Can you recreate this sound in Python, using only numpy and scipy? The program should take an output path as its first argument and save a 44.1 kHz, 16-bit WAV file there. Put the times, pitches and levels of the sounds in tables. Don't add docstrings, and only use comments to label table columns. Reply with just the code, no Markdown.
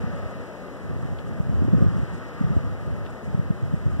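import sys
import numpy as np
from scipy import signal
from scipy.fft import rfft, irfft
from scipy.io import wavfile
from scipy.ndimage import uniform_filter1d

SR = 44100
rng = np.random.default_rng(int(sys.argv[2]) if len(sys.argv) > 2 else 0)


def int16_out(signal):
    q = np.round(np.clip(np.atleast_2d(signal).T, -1, 1) * 32767)
    wavfile.write(sys.argv[1], SR, q.astype(np.int16))


N = 176400
T = np.arange(N) / SR
HZ = np.maximum(np.fft.rfftfreq(N, 1 / SR), 1)
PORT_NULL_HZ = 2197

# time in seconds, level in dB.
GUST_LEVEL = [(0, -24), (0.11, -31), (0.27, -31), (0.32, -42), (0.4, -33), (0.46, -43), (0.76, -41),
              (0.9, -29.5), (1.16, -28.5), (1.22, -36), (1.36, -28), (1.45, -30), (1.52, -25), (1.63, -22),
              (1.71, -23), (1.735, -19.5), (1.8, -19.5), (1.87, -20.5), (1.92, -28), (1.96, -25),
              (2.03, -24), (2.07, -36), (2.15, -31), (2.22, -37), (2.37, -38), (2.43, -27), (2.53, -26),
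              (2.62, -28), (2.72, -25), (2.8, -36), (2.88, -26), (3.1, -33), (3.21, -44), (3.28, -29),
              (3.57, -33), (3.65, -28), (3.82, -30), (3.88, -23), (4, -24)]
# frequency in Hz, relative density in dB.
RUMBLE_SPECTRUM = [(15, -54), (28, -40), (40, -21), (60, 5), (100, 4.5), (170, -1.5), (250, -10),
                   (350, -27), (600, -52), (1200, -83), (5000, -130)]
FLUTTER_SPECTRUM = [(90, 2.5), (200, -2), (310, -3.5), (430, -12), (600, -16.5), (900, -41), (1800, -62),
                    (5000, -120)]
# frequency in Hz, density in dB before the gains below.
RUSH_SPECTRUM = [(30, -86), (100, -77), (200, -68.5), (340, -73), (490, -70.5), (600, -71.5), (760, -76),
                 (1030, -78), (1240, -75), (1420, -76), (1900, -77), (2300, -86), (2800, -87), (3500, -95),
                 (4500, -96.5), (5900, -99), (8000, -108), (10000, -117), (16000, -126)]
# time in seconds, gain in dB.
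RUSH_LOW_GAIN = [(0, 3.5), (.3, 2.5), (.7, 3), (1.3, 2.5), (1.8, 2), (2.05, 2), (2.7, 2.1), (3.1, 3),
                 (3.5, 2), (4, 0)]
RUSH_HIGH_GAIN = [(0, 1.8), (.3, 0.43), (.8, -1.9), (1.4, -2.2), (1.8, 0.74), (2.05, 0.86), (2.45, 1),
                  (2.8, -1.5), (3.5, -2.2), (4, -1.4)]
# frequency in Hz, weight in dB.
SIDE_WEIGHT = [(100, -24), (500, -6), (1100, -2.5), (1700, -1.5), (3000, 1), (9000, 1)]
# frequency in Hz, coherence from 0 to 1.
SIDE_COHERENCE = [(200, 1), (600, 0.94), (1800, 0.82), (2800, 0.6), (5000, 0.7), (9000, .1)]
# frequency in Hz, phase in radians.
SIDE_PHASE = [(250, -0.3), (500, -0.8), (1100, -1.3), (1800, -2), (2700, -1.1), (3800, -2), (5000, -1.2)]
# time in seconds, relative level in dB.
UPPER_HOLLOW_LEVEL = [(0, -45), (0.2, -50), (0.75, -59), (1.02, -51), (1.35, -61), (1.83, -44.5),
                      (2.02, -53.5), (2.5, -46.5), (2.75, -51), (3.6, -55.5), (4, -49.5)]
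LOWER_HOLLOW_LEVEL = [(0, -49.5), (.28, -44.5), (.6, -50), (.9, -62), (1.4, -65), (4, -64)]
# time in seconds, centre frequency in Hz.
UPPER_HOLLOW_PITCH = [(0, 1250), (.5, 1255), (.95, 1205), (1.4, 1244), (1.8, 1228), (2.07, 1280),
                      (2.5, 1220), (3.2, 1266), (4, 1255)]
# frequency in Hz, level in dB before channel gain, half width in Hz.
GEAR_PARTIALS = [(376, -54.5, 3), (484, -54.5, 3), (578, -57.5, 4), (652, -59, 3), (889, -61, 2),
                 (1222, -59, 5), (1262, -57.5, 3), (1298, -61, 4), (3042, -77, 8), (4000, -81, 2)]
WHISTLE_PARTIALS = [(3040, -68, 50), (9000, -74, 230), (12000, -82, 300), (15050, -87, 300)]
# frequency in Hz, density in dB before flicker and channel gain.
HISS_SPECTRUM = [(2500, -130), (4400, -118), (5200, -106), (6000, -104), (6450, -108), (6900, -101),
                 (7800, -103), (8800, -105), (10000, -112), (11500, -120), (16000, -128)]
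# centre in seconds, gain in dB, half length in seconds.
HISS_SURGES = [(.23, 2.5, .03), (.86, 2.5, .025), (1.29, 3, .02), (1.78, 2.5, .04), (2.06, 4, .07),
               (2.15, 4, .022), (3.12, 3, .025), (3.26, 3.5, .035), (3.65, 4.5, .025), (3.95, 3, .02)]
# centre in seconds, relative level in dB, pitch in Hz,
# half length in cycles.
EDDY_THUMPS = [(0.046, -18, 159, .6), (0.263, -21, 95, .6), (0.897, -18, 110, .35),
               (1.052, -14.5, 133, .35), (1.404, -12, 133, .45), (1.497, -16, 145, .45),
               (1.621, -14, 209, .4), (1.683, -16.5, 290, .4), (1.687, -13, 121, .45), (1.734, -8, 185, .6),
               (1.75, -7, 159, .45), (1.773, -11, 121, .7), (1.787, -15, 220, .5), (1.824, -7, 145, .4),
               (1.866, -7.5, 135, .45), (1.882, -12, 101, .7), (1.965, -12, 130, .4),
               (2.031, -18.5, 145, .8), (2.413, -10.5, 185, .5), (2.446, -10.5, 133, .6),
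               (2.505, -13, 133, .45), (2.567, -9, 165, .3), (2.573, -11, 101, .7), (3.348, -11, 145, .47),
               (3.379, -17, 150, .4), (3.396, -10.5, 130, .52), (3.507, -9, 159, .45),
               (3.632, -14.5, 110, .75), (3.74, -10.5, 159, .6), (3.865, -11.5, 121, .6),
               (3.998, -11, 133, .35)]
# start in seconds, initial level in dB.
HOUSING_TICKS = [(1.187, -45), (3.05, -50), (3.062, -49)]


def from_db(db):
    return 10 ** (np.asarray(db) / 20)


def rms_one(x):
    return x / np.sqrt(np.mean(x ** 2) + 1e-20)


def in_time(rows):
    return np.interp(T, *np.transpose(rows))


def over_hz(rows):
    hz, value = np.transpose(rows)
    return np.interp(np.log(HZ), np.log(hz), value)


def white():
    return rfft(rng.standard_normal(N)) * np.sqrt(SR / 2)


def noise(spectrum):
    return irfft(white() * from_db(over_hz(spectrum)), N)


def band(hz, half_width):
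    return rms_one(irfft(white() / (1 + ((HZ - hz) / half_width) ** 2), N))


def evened(x, span_s):
    span = max(int(span_s * SR), 3)
    power = uniform_filter1d(uniform_filter1d(x * x, span), span)
    return x / np.sqrt(np.abs(power) + 1e-20)


def turbulence(lump_db=4.0, lump_hz=22, hard_gust_db=-20, flutter_growth=2.2):
    lumps = np.tanh(evened(band(0, lump_hz), 0.062))
    gust_db = in_time(GUST_LEVEL) + lump_db * lumps
    rumble = from_db(gust_db - 0.5) * evened(noise(RUMBLE_SPECTRUM), 0.018)
    flutter_db = hard_gust_db - 8 + flutter_growth * (gust_db - hard_gust_db)
    return rumble + from_db(flutter_db) * evened(noise(FLUTTER_SPECTRUM), 0.0096)


def machine_rush(split_hz=1020):
    common, coherence = white(), np.clip(over_hz(SIDE_COHERENCE), 0, 1)
    directed = coherence * np.exp(1j * over_hz(SIDE_PHASE)) * common
    across = directed + np.sqrt(1 - coherence ** 2) * white()
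    half_lag_rad = np.pi * HZ / PORT_NULL_HZ
    mid, side = np.sin(half_lag_rad), np.cos(half_lag_rad) * from_db(over_hz(SIDE_WEIGHT))
    stereo = (mid * common + side * across * [[1], [-1]]) / np.hypot(mid, side)
    stereo *= from_db(over_hz(RUSH_SPECTRUM))
    low_share = 1 / (1 + (HZ / split_hz) ** 6)
    low, high = irfft(stereo * low_share, N), irfft(stereo * (1 - low_share), N)
    return from_db(in_time(RUSH_LOW_GAIN)) * low + from_db(in_time(RUSH_HIGH_GAIN)) * high


def hollow_notes(upper_half_width_hz=65, lower_hz=545):
    phase = 2 * np.pi * np.cumsum(in_time(UPPER_HOLLOW_PITCH)) / SR
    upper = rms_one(sum(band(0, upper_half_width_hz) * wave(phase) for wave in (np.cos, np.sin)))
    upper *= from_db(in_time(UPPER_HOLLOW_LEVEL) - 2.5)
    lower = from_db(in_time(LOWER_HOLLOW_LEVEL)) * band(lower_hz, half_width=130)
    return upper * from_db([[1.5], [0]]) + lower * from_db([[3.5], [0]])


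def hum_and_whistles():
    hum = sum(from_db(db) * band(hz, width) for hz, db, width in GEAR_PARTIALS)
    whistles = sum(from_db(db) * band(hz, width) for hz, db, width in WHISTLE_PARTIALS)
    return hum * from_db([[-2], [-5]]) + whistles * from_db([[-24], [0]])


def air_hiss(flicker_db=2.5, flicker_hz=26):
    gain_db = flicker_db * evened(band(0, flicker_hz), 0.2)
    gain_db += sum(db * np.exp(-.5 * ((T - s) / width) ** 2) for s, db, width in HISS_SURGES)
    left = noise(HISS_SPECTRUM) * from_db(-2.5 + 0.85 * gain_db)
    right = noise(HISS_SPECTRUM) * from_db(gain_db)
    return np.array([left, right])


def eddies(trim_db=.5, roughness_db=-19):
    thumps = np.zeros(N)
    roughness = from_db(roughness_db) * evened(noise(FLUTTER_SPECTRUM), 0.0047)
    for (centre, db, hz, half_length), turn in zip(EDDY_THUMPS, rng.random(len(EDDY_THUMPS))):
        cycles = (T - centre) * hz
        envelope = from_db(db + trim_db) * np.exp(-.5 * (cycles / half_length) ** 2)
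        thumps += envelope * (np.cos(2 * np.pi * (cycles + turn)) + roughness)
    return thumps


def wind_on_ports(lee_db=-17, leak_db=-19):
    ports = np.array([from_db(lee_db) * turbulence(), turbulence() + eddies()])
    delayed = np.array([np.interp(T - 1 / PORT_NULL_HZ, T, port) for port in ports])
    unshared = from_db(leak_db) * np.array([turbulence(), turbulence()])
    return ports - delayed[::-1] + unshared


def housing_ticks(hz=2950, half_width_hz=650, decay_s=.009):
    envelope = sum(from_db(db) * (T > s) * np.exp(-np.abs(T - s) / decay_s) for s, db in HOUSING_TICKS)
    return envelope * np.array([band(hz, half_width_hz), band(hz, half_width_hz)])


def scene():
    return (wind_on_ports() + machine_rush() + hollow_notes() + hum_and_whistles()
            + air_hiss() + housing_ticks())


def record(dry, low_cut_hz=32, high_cut_hz=15750):
    self_noise = np.array([from_db(db) * irfft(white(), N) for db in (-108, -116.5)])
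    wind_filter = signal.butter(4, low_cut_hz, "high", fs=SR, output="sos")
    top_filter = signal.ellip(10, .1, 70, high_cut_hz, fs=SR, output="sos")
    fade_in = np.minimum(T / .004, 1)
    return signal.sosfilt(top_filter, signal.sosfilt(wind_filter, dry * fade_in) + self_noise)


dry = scene()
out = record(dry)
int16_out(out)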